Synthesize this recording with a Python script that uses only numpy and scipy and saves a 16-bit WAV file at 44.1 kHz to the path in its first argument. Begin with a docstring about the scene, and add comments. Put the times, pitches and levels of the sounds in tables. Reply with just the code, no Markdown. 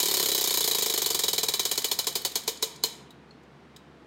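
"""Prize wheel coasting to a stop

A tabletop prize wheel slows down in a small, quiet room, close to the microphone.
Every peg flicks the plastic flapper: it snaps back, rattles against the rim and knocks the disc, ever more slowly.
Snaps are noisy contact forces through the flapper's resonances; pegs and disc ring as decaying sines.
Between snaps the next peg brushes the flapper; the last peg fails to pass and only nudges it.
Decaying noise makes the room, shaped noise and two wavering tones the ventilation."""
import sys
import numpy as np
from scipy import signal
from scipy.fft import rfft, irfft, next_fast_len
from scipy.io import wavfile
from scipy.ndimage import map_coordinates

SR = 44100
rng = np.random.default_rng(int(sys.argv[2]) if len(sys.argv) > 2 else 0)


def dump(signal):
    """Clip the signal to [-1, 1] and save it as 16-bit WAV at the path in sys.argv[1]."""
    limited = np.clip(np.atleast_2d(signal).T, -1, 1)
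    pcm = np.round(limited * 32767).astype(np.int16)
    wavfile.write(sys.argv[1], SR, pcm)


N = 179380
T = np.arange(8192) / SR  # time axis of one short sound, s
HZ = np.fft.rfftfreq(len(T), 1 / SR)


# flapper snaps; levels are relative within each layer, disc_hz is the centre of the favoured disc modes:
# [start_s, level_db, knock_db, disc_hz, peg_ring_db, peg_hz]
SNAP_EVENTS = [(0.0004, -13.5, -36.5, 370, -18, 3890), (0.0285, -14, -32, 392, -27, 3920),
               (0.0563, -14.5, -34.5, 380, -28, 3730), (0.0834, -15, -32.5, 378, -33, 4340),
               (0.1113, -15, -32.5, 390, -25, 3640), (0.1392, -13, -34, 396, -29, 4360),
               (0.169, -15, -34, 390, -21, 4390), (0.197, -14, -30, 416, -23, 4150),
               (0.2264, -14, -32.5, 426, -32, 3760), (0.2576, -15, -34, 437, -19, 4220),
               (0.2855, -14, -31.5, 407, -35, 3890), (0.316, -15.5, -31.5, 395, -19, 4000),
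               (0.3474, -13.5, -32.5, 404, -37, 3890), (0.3779, -14.5, -34, 386, -31, 3970),
               (0.41, -15.5, -34.5, 404, -28, 3840), (0.4399, -14, -33.5, 376, -37, 3690),
               (0.4736, -14, -35, 345, -32, 4310), (0.5062, -15, -34.5, 423, -25, 3820),
               (0.5392, -14.5, -35, 410, -43, 3900), (0.5722, -14, -33, 356, -18, 3950),
               (0.6059, -14, -33.5, 423, -25, 3590), (0.6409, -14, -33.5, 433, -22, 3980),
               (0.6754, -13.5, -30.5, 439, -33, 4070), (0.7111, -15, -33, 436, -16, 3920),
               (0.7475, -14.5, -32, 420, -20.5, 3820), (0.7836, -15, -33.5, 440, -33, 3890),
               (0.822, -13.5, -30.5, 440, -42, 3700), (0.8596, -15, -31.5, 443, -23, 3960),
               (0.8973, -15.5, -34, 430, -21, 3875), (0.9376, -15, -32.5, 394, -48, 4240),
               (0.9761, -14, -32.5, 431, -32, 3840), (1.0179, -14, -33, 380, -33, 3970),
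               (1.0597, -14, -34.5, 410, -22, 4340), (1.1025, -14, -33, 440, -26, 4470),
               (1.1453, -13.5, -32.5, 400, -28, 3930), (1.1905, -14, -34, 433, -36, 3890),
               (1.2356, -13.5, -31.5, 446, -17.5, 3870), (1.281, -13.5, -33.5, 440, -15, 3900),
               (1.3309, -14.5, -33, 447, -22, 3750), (1.3796, -13.5, -32.5, 460, -20, 4040),
               (1.4311, -13.5, -31, 436, -20, 3930), (1.484, -13.5, -33, 417, -18, 3910),
               (1.5372, -14.5, -36.5, 404, -17, 3960), (1.5939, -13.5, -34.5, 380, -16, 3930),
               (1.6518, -13.5, -34.5, 434, -27, 3810), (1.7129, -13.5, -34.5, 363, -29, 4040),
               (1.7761, -14, -33, 414, -23, 4370), (1.8433, -13, -33, 425, -43, 3950),
               (1.9136, -13, -32.5, 400, -19.5, 4270), (1.9883, -13.5, -36, 528, -19.5, 4190),
               (2.0688, -13.5, -32.5, 425, -46, 4540), (2.1537, -14, -33, 431, -49, 4570),
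               (2.249, -14, -34.5, 536, -20, 4470), (2.355, -13.5, -33.5, 426, -23.5, 4370),
               (2.4768, -13.5, -29.5, 445, -25, 3780), (2.625, -13, -29.5, 455, -22.5, 4010),
               (2.8366, -12.5, -30.5, 442, -12, 4250)]
# the slowing wheel strikes duller, hollower and rattles less; levels are relative:
# [start_s, sizzle_db, hollow_tock_db, rattle_t60_s, slap_db]
SLOWING = [(0, 2, -2, 0.047, -2.5), (.8, 2.5, -1, 0.057, -4.5), (1.502, -0.5, -1, 0.044, -6),
           (2.15, 0.5, 3.5, 0.044, -6), (2.6, -1.5, 2, 0.05, -6), (2.85, -1.5, 1.5, 0.014, 0)]


def snaps(body, sizzle):
    """The flapper scrapes over each peg, flies off, slaps home, rattles and knocks the disc."""
    clicks, knocks, to_room = np.zeros((3, N))
    when, *controls = np.transpose(SLOWING)
    for start, level_db, knock_db, disc_hz, ring_db, peg_hz in SNAP_EVENTS:
        sizzle_db, tock_db, rattle_t60, slap_db = [np.interp(start, when, c) for c in controls]
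        sizzle_gain = amp(sizzle_db + 2)

        slap = chatter(0.011, rise=0.0015, bounce_db=2)
        force = chatter(rattle_t60, rise=0.0018, bounce_db=8) + amp(slap_db) * slap
        click = norm(through(force, body)) + sizzle_gain * norm(through(force, sizzle))
        add(clicks, start + 0.0002, amp(level_db + 16) * click)

        ring = amp(ring_db + 16) * peg_ring(peg_hz, t60=0.05)
        add(clicks, start + 0.000959, ring)

        knock = disc_knock(disc_hz, tock_db, favour_db=6.5, favour_width_hz=36, scatter_db=1.43)
        add(knocks, start + 0.00043, amp(knock_db + 25.5) * knock)

        # played backwards, the scrape swells until the tip slips off
        scrape_force = chatter(0.025, rise=0.00044, bounce_db=14)
        scrape = norm(through(scrape_force, body))[::-1]
        add(clicks, start - len(T) / SR, amp(level_db - 6.5) * scrape)

        # the room is struck by the whole snap at once
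        whole_snap = amp(level_db + 17) * (body + sizzle_gain * sizzle)
        add(to_room, start, whole_snap + amp(-6) * ring)
    return clicks, knocks, to_room


# resonances of the flapper and its bracket, half-width taken at half amplitude:
# [pitch_hz, half_width_hz, relative_level_db]
FLAPPER_MODES = [(1810, 15, -10), (2005, 28, -13.5), (3023, 41, -2), (3520, 340, -8.5), (3670, 42, -9),
                 (3914, 42, 3), (3950, 70, -4), (4322, 70, 1), (4880, 270, -4.5), (5290, 140, -4.5),
                 (6200, 70, -4), (6644, 142, -1), (7014, 110, -3), (7576, 120, -4.5), (8100, 100, -9),
                 (8280, 240, -14.5)]
# the plastic's bed of dense, damped resonances: [frequency_hz, relative_level_db]
PLASTIC_BED = [(150, -37.5), (400, -20.5), (1050, -14.5), (1400, -20), (2100, -18.5), (2350, -9.5),
               (2680, -23), (2900, -19.5), (3150, -10), (4600, -12), (5700, -11), (7000, -10),
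               (9500, -15.5), (12000, -36)]


def flapper_body(dense_db):
    """The flapper's main resonances over a bed of dense, damped ones."""
    power = amp(dense_db + along(PLASTIC_BED, HZ)) ** 2
    for hz, half_width, db in FLAPPER_MODES:
        peak = amp(db) / (1 + ((HZ - hz) / half_width) ** 2)
        power = power + peak ** 2
    return causal(np.sqrt(power))


# bright top of each contact: [frequency_hz, relative_level_db]
SIZZLE_SPECTRUM = [(5000, -33), (8000, -20.5), (9200, -9), (10400, -13.5), (11200, -6.5), (12000, -10),
                   (13050, -0.5), (13800, -6), (14600, -8.5), (15200, -5.5), (15700, -7.5), (16200, 1)]


def contact_sizzle():
    """The treble-heavy response excited by the same gritty contacts."""
    return colour(SIZZLE_SPECTRUM)


def chatter(t60, rise, bounce_db):
    """Contact force: a gritty first hit and bounces a few milliseconds apart."""
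    bounce_phase = (T * rng.uniform(230, 340)) % 1  # bounces per second
    grit = rng.choice([-1, 1], len(T))
    return norm(grit * amp(-bounce_db * bounce_phase) * fade(t60, rise))


def peg_ring(hz, t60):
    """A short peg rings at its own pitch."""
    return norm(np.sin(2 * np.pi * hz * T) * fade(t60, 0.00065))


# modes of the disc on its stand: [pitch_hz, relative_level_db, t60_s, build_up_s]
DISC_MODES = [(94, -27, 0.21, 0.0073), (179.7, -17.5, 0.12, 0.0023), (319, -5, 0.041, 0.002),
              (386, 1.5, 0.041, 0.0066), (444.6, 0, 0.059, .006), (537, -9, 0.088, 0.0053),
              (577, -12, .05, 0.0026), (721, -6, 0.049, 0.00243), (824, -8, 0.027, 0.002),
              (973, -3, .04, 0.0015), (1040, -7, 0.042, .001)]


def disc_knock(disc_hz, tock_db, favour_db, favour_width_hz, scatter_db):
    """The kick spreads through the disc: modes swell at their own pace, and the wheel's angle favours some."""
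    modes_hz = np.array(DISC_MODES)[:, 0]
    favour = np.exp(-((modes_hz - disc_hz) / favour_width_hz) ** 2)
    hollow = modes_hz > 650
    scatter = scatter_db * rng.standard_normal(len(DISC_MODES))
    gains = amp(favour_db * favour + tock_db * hollow + scatter)
    knock = np.zeros(len(T))
    for k, (hz, db, t60, rise) in enumerate(DISC_MODES):
        sign = (-1) ** k  # neighbouring modes start in opposite directions
        knock += sign * gains[k] * amp(db) * np.sin(2 * np.pi * hz * T) * fade(t60, rise)
    return norm(knock)


def brushes(body, sizzle):
    """At speed the next peg catches the flapper near two thirds of each gap, with the previous snap's ring pitch."""
    out = np.zeros(N)
    for (start, *_, peg_hz), (next_start, *_) in zip(SNAP_EVENTS, SNAP_EVENTS[1:]):
        if start < 1.5:
            late, strength = rng.uniform(-1, 1, 2)
            force = chatter(0.022, rise=0.001, bounce_db=8)
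            level_db = np.interp(start, [0, 0.7, 1.5], [-5, -5, -10]) + 3 * strength
            brush = norm(through(force, body + sizzle)) + amp(-4) * peg_ring(peg_hz, t60=0.045)
            gap = next_start - start
            add(out, start + gap * (0.64 + 0.045 * late), amp(level_db) * brush)
    return out


# light touches of a peg on the flapper, levels relative within each layer:
# [start_s, level_db, sizzle_db, peg_ring_db, peg_hz]
TOUCH_EVENTS = [(1.5727, -33, -30, -28.5, 4050), (1.6312, -20, -27, -29, 4090),
                (1.6915, -24, -27, -26, 3960), (1.7543, -19, -24, -39, 4370), (1.819, -18, -25, -30, 4340),
                (1.8856, -36, -24.5, -26.5, 3960), (2.043, -19, -29.5, -33.5, 3890),
                (2.1254, -27, -31, -34.5, 4350), (2.2174, -34, -30, -30.5, 4360),
                (2.3176, -25, -31, -34, 4040), (2.435, -28.5, -38, -35.5, 4300),
                (2.5716, -27.5, -48.5, -49, 4130), (2.759, -31.5, -46, -51, 4360),
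                (3.1056, -39.5, -48, -40.5, 3840), (3.3084, -48.5, -79.5, -41.5, 4300),
                (3.4324, -52.5, -64, -77, 4480), (3.7624, -32, -43.5, -41, 3780)]


def touches(body, sizzle):
    """A slow peg meets the flapper with a soft, dry tick."""
    out = np.zeros(N)
    for start, level_db, sizzle_db, ring_db, peg_hz in TOUCH_EVENTS:
        force = chatter(0.028, rise=0.0024, bounce_db=7)
        tick = amp(level_db + 8.5) * norm(through(force, body))
        ring = amp(ring_db + 14.5) * peg_ring(peg_hz, t60=0.029)
        add(out, start, tick + ring)
        add(out, start, amp(sizzle_db + 18.5) * norm(through(force, sizzle)))
    return out


def room(x, response):
    """Reflections 6 ms behind; each twelfth of a second draws fresh decaying noise, for a smooth, diffuse room."""
    out, size = np.zeros(N), SR // 12
    for start in range(0, N, size):
        reflected = signal.fftconvolve(x[start:start + size], response())
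        add(out, start / SR + 0.006, reflected)
    return out


def near_echoes(t60):
    """Quick reflections from the table, the disc and the nearest wall, as decaying noise."""
    return norm(rng.standard_normal(len(T)) * fade(t60, 0.002))


# decay time of the room: [frequency_hz, t60_s]
ROOM_DECAY = [(150, 0.57), (500, 0.62), (1800, 0.84), (4200, .48), (7000, .4), (10000, 0.42), (15000, 0.24)]


def wall_tail():
    """The room's diffuse decay: noise that dies away faster in the treble."""
    hz, t, noise = signal.stft(rng.standard_normal(SR // 2), SR, nperseg=256)
    decay = amp(-60 * t / along(ROOM_DECAY, hz)[:, None])
    _, tail = signal.istft(noise * decay, SR, nperseg=256)
    return norm(tail)


# spectrum of the rushing air: [frequency_hz, relative_level_db]
AIR_SPECTRUM = [(21, -51), (35, -62), (56, -31.5), (80, -11.5), (103, -26.5), (139, 0.5), (174, -4.5),
                (235, -3), (487, -6.5), (552, -13.5), (764, -11.5), (1750, -18), (3900, -27), (5010, -31.5),
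                (14000, -52.5)]
# hum tones, each level the centre of its swell: [pitch_hz, rms_level_db]
HUM_TONES = [(71, -67), (140, -74.5)]


def ventilation():
    """A dull, steady rush of shaped noise with a faint hum wavering in phase and level."""
    noise = rng.standard_normal(N + SR)
    air = norm(through(noise, colour(AIR_SPECTRUM))[SR:]) * np.sqrt(N)  # unit rms
    t = np.arange(N) / SR
    hum = np.zeros(N)
    for hz, db in HUM_TONES:
        # smooth random curves through 12 points a second
        drift, swell = [map_coordinates(rng.standard_normal(64), [t * 12]) for _ in range(2)]
        tone = np.sqrt(2) * np.sin(2 * np.pi * hz * t + 0.34 * drift)
        hum += amp(db + 1.4 * swell) * tone
    return amp(-53.0) * air + hum


def amp(db):
    """Decibels to gain."""
    return 10 ** (np.asarray(db) / 20)


def norm(x):
    """Scale to unit energy."""
    return x / np.sqrt(np.sum(x ** 2) + 1e-20)


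def along(points, hz):
    """(Hz, value) points read on a log axis."""
    f, v = np.transpose(points)
    return np.interp(np.log(hz + 1), np.log(f), v)


def add(track, s, sound):
    """Mix a sound into the track at time s, trimming what falls outside."""
    start = round(s * SR)
    sound = sound[max(0, -start):]
    part = track[max(0, start):][:len(sound)]
    part += sound[:len(part)]


def fade(t60, rise):
    """A struck thing's envelope: a quick build-up under an exponential decay."""
    return amp(-60 * T / t60) * (1 - np.exp(-T / rise))


def colour(points):
    """Impulse response of a (Hz, dB) spectrum."""
    return causal(amp(along(points, HZ)))


def through(x, response):
    """x convolved with a response, at its own length."""
    return signal.fftconvolve(x, response)[:len(x)]


def causal(gain):
    """Unit-energy causal impulse response with the given spectral shape, by folding the cepstrum."""
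    cepstrum = irfft(np.log(gain))
    half = len(cepstrum) // 2
    cepstrum[1:half] *= 2
    cepstrum[half + 1:] = 0
    return norm(irfft(np.exp(rfft(cepstrum))))


def scene():
    """The wheel, its room and the background."""
    body, sizzle = flapper_body(dense_db=1), contact_sizzle()
    clicks, knocks, to_room = snaps(body, sizzle)
    ticks = brushes(body, sizzle) + touches(body, sizzle)
    early_send = amp(-6) * to_room + amp(-14) * knocks + amp(-15.5) * ticks
    late_send = amp(-9.5) * to_room + amp(-12) * knocks + amp(-15) * ticks
    early = room(early_send, lambda: near_echoes(t60=0.11))
    late = room(late_send, wall_tail)
    return (clicks + knocks + ticks + early + late + ventilation())[None]


def record(dry):
    """A steep low-pass: next to nothing sounds above about 16 kHz."""
    cutoff_hz = 15850
    size = next_fast_len(N + SR // 2)
    lowpass = 1 / (1 + (np.fft.rfftfreq(size, 1 / SR) / cutoff_hz) ** 160)
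    return irfft(rfft(dry, size) * lowpass, size)[..., :N]


dry = scene()
out = record(dry)
dump(out)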